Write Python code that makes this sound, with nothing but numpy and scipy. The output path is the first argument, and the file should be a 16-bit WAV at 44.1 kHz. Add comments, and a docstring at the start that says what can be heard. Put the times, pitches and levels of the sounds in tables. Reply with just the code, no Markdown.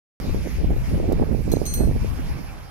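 """After a short silence the sound starts abruptly: gusty night wind on a handheld microphone on a rooftop.
Each of its two ports has its own rumble, flutter and slaps, made from noise and short damped swings.
Behind it hisses the air round a small wind turbine: noise whose bands swell and waver.
Later comes a dry tick of noise, then metal bangles clink on a wrist as a hand reaches up: decaying sines
with a crack of noise. The wrist turns, then skin mutes the ring."""
import sys
import numpy as np
from scipy import signal
from scipy.fft import rfft, irfft
from scipy.io import wavfile
from scipy.ndimage import uniform_filter1d, map_coordinates

SR = 44100
rng = np.random.default_rng(int(sys.argv[2]) if len(sys.argv) > 2 else 0)


def inscribe(sig):
    """Save sig as 16-bit PCM at rate SR to the path in sys.argv[1].

    A 1-D sig is mono; a 2-D sig holds one channel per row.
    Samples are clipped to [-1, 1] before scaling.
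    """
    pcm = np.round(np.clip(np.atleast_2d(sig).T, -1, 1) * 32767)
    wavfile.write(sys.argv[1], SR, pcm.astype(np.int16))


def attenuation_scalar(level_db):
    """Turn a level in dB into a linear amplitude multiplier (20 dB per decade)."""
    decades = np.asarray(level_db, float) / 20
    return 10 ** decades


N = 119070

# Strength of the wind on each port: (t/s, rumble level/dB, flutter level/dB)
LEFT_GUSTS = [(0.205, -30.5, -40.5), (0.315, -17, -29), (0.335, -23, -37.5), (0.365, -18, -24),
              (0.405, -27.5, -37), (0.535, -32, -42), (0.585, -18.5, -24), (0.655, -23.5, -35),
              (0.685, -11.5, -29), (0.755, -23.5, -33.5), (0.805, -16, -31.5), (0.835, -32, -42.5),
              (0.915, -20, -24), (1.125, -23, -37), (1.215, -17, -24.5), (1.245, -30, -35.5),
              (1.335, -27, -32), (1.365, -31, -43.5), (1.515, -25, -31), (1.565, -26, -40.5),
              (1.675, -32, -38.5), (1.785, -23, -25), (1.845, -20.5, -30), (1.945, -22, -27.5),
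              (1.985, -23.5, -36), (2.015, -20, -26.5), (2.065, -29, -24.5), (2.085, -18.5, -33.5),
              (2.245, -30, -42.5), (2.325, -19.5, -44), (2.365, -34, -43.5), (2.69, -39.5, -51.5)]
RIGHT_GUSTS = [(0.205, -26, -31.5), (0.305, -37.5, -26.5), (0.325, -26, -35.5), (0.355, -32, -26),
               (0.415, -19.5, -35), (0.47, -34, -26), (0.495, -26, -36), (0.545, -22, -38.5),
               (0.595, -39, -38.5), (0.645, -15, -25), (0.665, -26.5, -34), (0.705, -18.5, -22),
               (0.745, -27, -33), (0.765, -22, -27.5), (0.795, -33, -39), (0.825, -16, -29),
               (0.855, -25.5, -37), (0.895, -24, -32), (0.945, -16.5, -20.5), (0.985, -28, -26),
               (1.075, -22, -23.5), (1.125, -23, -19), (1.152, -18, -30.5), (1.225, -23, -15),
               (1.248, -24.5, -31.5), (1.345, -15, -21.5), (1.375, -24, -32.5), (1.405, -16, -28),
               (1.435, -27, -37.5), (1.455, -19.5, -26), (1.495, -19.5, -26.5), (1.53, -20.5, -22.5),
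               (1.59, -27, -29), (1.63, -25, -25), (1.735, -27.5, -41.5), (1.805, -16.5, -20),
               (1.855, -14, -26), (1.895, -14.5, -24), (1.935, -27.5, -35.5), (1.965, -16.5, -25),
               (1.995, -36, -39), (2.015, -21, -30), (2.075, -32, -39.5), (2.175, -28.5, -37),
               (2.195, -30, -27.5), (2.215, -24.5, -34.5), (2.305, -26.5, -34.5), (2.405, -30.5, -33),
               (2.465, -31, -45), (2.69, -41, -44.5)]
# Colour of the rumble before the port's cut: (f/Hz, relative level per Hz/dB)
RUMBLE_COLOUR = [(12, -2), (25, 7), (40, 7.5), (65, 8), (100, -0.5), (160, 1), (300, -12.5)]
# Colour of the eddies passing a port: (multiple of the flutter pitch, relative level per Hz/dB)
EDDY_COLOUR = [(.25, -14), (.5, 5.5), (.8, 2), (1.2, -5.5), (1.8, -11), (2.6, -26), (4.0, -32), (8.0, -68)]
# Left, then right port: (rumble cut f/Hz, flutter pitch f/Hz at -30 dB in steady air,
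# pitch rise/dB per dB of flutter; below zero the pitch falls as the flutter grows)
PORT_TRAITS = [(128, 170, -0.46), (205, 300, 0.2358)]
# Single strong eddies that slap the right port: (t/s, level/dB before softening)
STRONG_EDDIES = [(0.295, -22.5), (.345, -19), (0.472, -20), (0.644, -20.5), (0.705, -19), (.764, -22),
                 (1.0, -17), (1.03, -21), (1.099, -16.5), (1.119, -12), (1.13, -13), (1.197, -12),
                 (1.236, -14.5), (1.326, -28), (1.347, -18.5), (1.478, -20.5), (1.537, -9.5), (1.569, -11),
                 (1.616, -14.5), (1.807, -15), (1.835, -18), (1.873, -22), (1.912, -20)]
# Pitches at which each of three bangles rings: one list of f/Hz a bangle
BANGLE_PITCHES = [
    [4151, 6072, 8478, 11210, 14260],
    [2570, 4204, 6234, 8612, 11368, 14462],
    [6476, 11390],
]
# How those pitches ring, in the same order: (left level/dB, right level/dB, time to fall 60 dB t/s
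# before a clink scales it, lead of the left/radians, level that moves to the right in the turn/dB)
BANGLE_RINGS = [
    [(0.5, 0.5, 0.14, 4.03, 7), (-0.5, -6, 0.4, 4.7, 4), (-29, -13.5, 0.65, 5.2, -5),
     (-24, -14, 0.19, 1.7, -6), (-30, -25, 0.3, 6.1, 2)],
    [(-20, -18, 2.3, 1.76, 4), (-17.5, -10.5, 1.44, -2, -5), (0.5, -13, 1.2, 4.15, 10),
     (-20, -7, 0.79, 5.5, -5), (-23, -15, 0.8, 6, 4), (-3, -3.5, 0.15, 3.5, 6)],
    [(-3.5, -4, 0.19, 1.8, 1.5), (-23, -1, 0.074, 1.6, 0)],
]
# Clinks: (t/s, level/dB on bangle one, two, three, brightness/dB per octave, multiple of the ring time)
CLINK_HITS = [(1.498, -48, -57, -54, -5, 0.21), (1.517, -34, -56, -36, 9.5, 0.45),
              (1.523, -31.5, -47, -37.5, -1.5, 0.4), (1.530, -49, -55, -39.5, 13, 0.96),
              (1.562, -40, -62, -41, -14, .2), (1.654, -43.5, -35.5, -39, 3, 1.5),
              (1.664, -34, -27.5, -47, 3, 0.71), (1.739, -32, -31, -39, 11.5, 0.76),
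              (1.776, -44.5, -43, -35, -5.5, 0.66)]
# Dry ticks without a ring: (t/s, level/dB, left minus right level/dB, decay time t/s)
DRY_TICKS = [(1.123, -40.5, -10, 0.0047)]
# Colour of the hiss: (f/Hz, left and right relative level per Hz/dB, share heard by both ports)
HISS_COLOUR = [(151, -16, -21, 0.13), (625, -8.5, 2.5, 0.78), (830, -2.5, 3.5, 0.39),
               (1330, -5, -2.5, 0.067), (2080, -5.5, -4.5, 0.29), (2260, -4, -3, 0.49),
               (2940, -9, -12.5, 0.57), (3670, -10.5, -18, 1), (5170, -8, -15, 0.17),
               (7070, -14.5, -23, 0.087), (8060, -37, -26, .15), (8970, -30, -22, .2),
               (10700, -26.5, -18, 0.23), (13200, -24, -21, 0.22), (14000, -32, -25, .2),
               (16000, -45, -33, .2)]
# Swelling of the hiss: (t/s, then level/dB for low left, low right, middle left, middle right,
# treble left, treble right)
HISS_SWELL = [(.23, 6.5, 0.5, 2, 3, 1.5, 10.5), (.35, 3.5, 1, 2, 1, 0.5, 9.3),
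              (.53, -0.5, -2, 5.5, 5.5, 1.5, 10), (.67, -7, -4, 3.5, 1.5, -5, 5.5),
              (.89, 4, 3.8, 7.5, 4.5, 1, 11), (1.03, -3.9, -4, 4.5, 1, -2.5, 5.5),
              (1.18, -11, 4, 0.5, 3, -2.5, 6), (1.38, -4, -4, -4.5, 4, -8.5, 7),
              (1.6, -3.5, 1, -3.5, 4.5, -2, 10.5), (1.89, -9, 0.5, -3.5, 1.5, -7, 8),
              (2.1, 2.5, 5, -0.5, 5.5, -3.5, 10), (2.3, 1.16, 3, 5, 7, -0.5, 8),
              (2.67, 2, -1.24, -7.5, -1, -6.5, 3)]
# Where the low, middle and treble swells apply in full: (low f/Hz, middle f/Hz, treble f/Hz)
SWELL_CENTRES = (1250, 2300, 5000)


def rms_one(x):
    """Scales a signal to an rms of 1."""
    return x / np.sqrt(np.mean(x ** 2) + 1e-20)


def in_time(rows):
    """Draws straight lines between the rows of a table, one value a sample for each column."""
    s, *columns = np.transpose(rows)
    return [np.interp(np.arange(N) / SR, s, column) for column in columns]


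def at_hz(points, hz, axis=1):
    """Reads one column of a spectrum table, on a logarithmic frequency axis."""
    points = np.array(points)
    return np.interp(np.log(hz), np.log(points[:, 0]), points[:, axis])


def drift(rate_hz):
    """Slow random wandering of rms 1: noise smoothed twice, with rate_hz as the corner."""
    # Made at every 40th sample; the first 2000 values are dropped while the filter settles.
    r = np.exp(-80 * np.pi * rate_hz / SR)
    noise = rng.standard_normal(N // 40 + 2002)
    slow = signal.lfilter([1], [1, -2 * r, r * r], noise)[2000:]
    return np.interp(np.arange(N) / 40, np.arange(len(slow)), rms_one(slow))


def coloured(points, unit):
    """Noise with the given spectrum; unit is the cycles a sample that count as 1 in the table."""
    f = np.maximum(np.fft.rfftfreq(N) / unit, 1e-6)
    spectrum = rfft(rng.standard_normal(N)) * attenuation_scalar(at_hz(points, f))
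    return rms_one(irfft(spectrum * (f > points[0][0] / 2), N))


def evened(x, span_s):
    """Takes part of the chance swings out of a noise, so that the gust shapes it."""
    even_share = 0.54
    size = int(span_s * SR)
    power = uniform_filter1d(uniform_filter1d(x ** 2, size), size)
    return rms_one(x / (power + 1e-6) ** (even_share / 2))


def wind(rows, cut_hz, pitch_hz, rise):
    """A frozen train of eddies streams past the port over a rumble, wavering in pitch and level.

    Stronger flutter is lower on the left port and higher on the right.
    """
    rumble_db, flutter_db = in_time(rows)
    gust = drift(30.38)
    speed_swing, lump_db = 0.1, 1.5   # pitch and level waver with the gust

    # The train is noise with 64 samples a cycle, read at a changing speed.
    step = 64
    hz = pitch_hz * attenuation_scalar(rise * (flutter_db + 30)) * np.exp(speed_swing * gust)
    place = np.cumsum(hz) / SR * step
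    eddies = map_coordinates(coloured(EDDY_COLOUR, 1 / step), [place], order=3, mode="grid-wrap")
    flutter = attenuation_scalar(flutter_db + lump_db * gust) * evened(eddies, 0.041)

    low_pass = signal.butter(4, cut_hz, fs=SR, output="sos")
    rumble = signal.sosfilt(low_pass, coloured(RUMBLE_COLOUR, 1 / SR))
    return attenuation_scalar(rumble_db) * evened(rumble, 0.038) + flutter + crackle(flutter_db)


def slap(clicks):
    """Each click becomes a push of pressure that swings out and back a few times, then is softened."""
    swing_hz, t60_s, soft_hz = 393, 0.0085, 832
    r = attenuation_scalar(-60 / (t60_s * SR))
    w = 2 * np.pi * swing_hz / SR
    swing = signal.lfilter([0, 2 * np.sin(w)], [1, -2 * r * np.cos(w), r * r], clicks + 1e-18)
    return signal.sosfilt(signal.butter(4, soft_hz, fs=SR, output="sos"), swing)


def crackle(flutter_db):
    """Small eddies slap at random, with strengths scattered around that of the flutter."""
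    per_s, offset_db, spread_db = 70, -2, 4
    born = rng.random(N) < per_s / SR
    sign = rng.choice([-1, 1], N)
    level_db = flutter_db + offset_db + spread_db * rng.standard_normal(N)
    return slap(born * sign * attenuation_scalar(level_db))


def slaps():
    """The strongest eddies push the right port only."""
    s, db = np.transpose(STRONG_EDDIES)
    clicks = np.zeros(N)
    clicks[(s * SR).astype(int)] = 2 * attenuation_scalar(db)
    return slap(clicks) * [[0], [1]]


def burst(s, length_s):
    """A short dying burst of bright noise, partly alike at both ports."""
    low_cut_hz = 1800
    t = np.arange(N) / SR - s
    noise = rng.standard_normal((3, N))
    fade = (t >= 0) * np.exp(-np.maximum(t, 0) / length_s)
    puff = (noise[:2] + noise[2]) * fade + 1e-18   # the third noise is shared
    return signal.sosfilt(signal.butter(2, low_cut_hz, "high", fs=SR, output="sos"), puff)


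def bangles():
    """Each clink cracks and rings the metal; skin shortens the ring, the turning wrist aims it elsewhere."""
    turn_from_s, turn_to_s = 1.774, 1.786
    mute_from_s, mute_db_per_s = 1.832, 160.5
    scatter_db = 1.5
    crack_db, crack_s, crack_pan_db = -9.5, 0.0038, -2   # the pan acts on the left port
    out = np.zeros((2, N))
    for s, *strengths, bright_db, free in CLINK_HITS:
        i = int(s * SR)
        t = np.arange(N - i)[:SR // 2] / SR
        turn = np.interp(s + t, [turn_from_s, turn_to_s], [0, 1]) * [[-1], [1]]
        mute_db = mute_db_per_s * np.maximum(s + t - mute_from_s, 0)
        for pitches, rings, db in zip(BANGLE_PITCHES, BANGLE_RINGS, strengths):
            for hz, (left_db, right_db, t60, lead, swing_db) in zip(pitches, rings):
                hit_db = db + bright_db * np.log2(hz / 6000) + rng.normal(0, scatter_db)
                start_db = hit_db + np.array([[left_db], [right_db]])
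                decay_db = 60 * t / (t60 * free)
                level = attenuation_scalar(start_db + swing_db * turn - mute_db - decay_db)
                tone = np.sin(2 * np.pi * hz * t + np.array([[lead], [0]]))
                out[:, i:i + len(t)] += level * tone
        level_db = max(strengths) + crack_db + max(bright_db, 0)
        out += attenuation_scalar(level_db + np.array([[crack_pan_db], [0]])) * burst(s, crack_s)
    return out


def ticks():
    """Dry ticks: bursts of bright noise without any ring."""
    out = np.zeros((2, N))
    for s, db, pan_db, length_s in DRY_TICKS:
        out += attenuation_scalar(db + np.array([[pan_db / 2], [-pan_db / 2]])) * burst(s, length_s)
    return out


def hiss():
    """Air noise partly shared by the ports, the shared part later on the left; each band wavers."""
    level_db, patchy_db, left_lag_s = -78, 2, 7e-5
    f = np.fft.rfftfreq(N, 1 / SR)
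    swell = np.reshape(in_time(HISS_SWELL), (3, 2, N))
    shared, *own = rfft(rng.standard_normal((3, N)))
    alike = np.clip(at_hz(HISS_COLOUR, f + 1, axis=3), 0, 1)
    late = np.exp(-2j * np.pi * f * np.array([[left_lag_s], [0]]))
    colour_db = np.array([at_hz(HISS_COLOUR, f + 1, axis=k) for k in (1, 2)])
    colour = attenuation_scalar(level_db + colour_db) * np.sqrt(SR / 2)
    air = colour * (np.sqrt(alike) * shared * late + np.sqrt(1 - alike) * np.array(own))

    out = np.zeros((2, N))
    for hz in 125 * 2 ** np.arange(0, 7.1, 1 / 3):   # overlapping bands a third of an octave apart
        band = np.cos(np.pi / 2 * np.clip(3 * np.log2((f + 1) / hz), -1, 1)) ** 2
        # Blend the two nearest of the low, middle and treble swells.
        k = np.interp(np.log(hz), np.log(SWELL_CENTRES), [0, 1, 2])
        swell_db = sum(max(1 - abs(k - j), 0) * swell[j] for j in range(3))
        out += irfft(air * band, N) * attenuation_scalar(swell_db + patchy_db * drift(9.7))
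    return out


def scene():
    """Adds wind on both ports, slaps, bangles, ticks and the hiss behind them."""
    left = wind(LEFT_GUSTS, *PORT_TRAITS[0])
    right = wind(RIGHT_GUSTS, *PORT_TRAITS[1])
    return np.array([left, right]) + slaps() + bangles() + ticks() + hiss()


def top_cut(x):
    """Nothing passes above the cut-off."""
    return signal.sosfilt(signal.butter(12, 16310, fs=SR, output="sos"), x)


def record(dry):
    """Cuts the top of the treble and keeps silence up to the abrupt start."""
    top_cut_hz, start_s = 15700, 0.2009
    cut = signal.sosfilt(signal.butter(8, top_cut_hz, fs=SR, output="sos"), dry)
    mix = cut * (np.arange(N) >= start_s * SR)
    return top_cut(mix)


dry = scene()
out = record(dry)
inscribe(out)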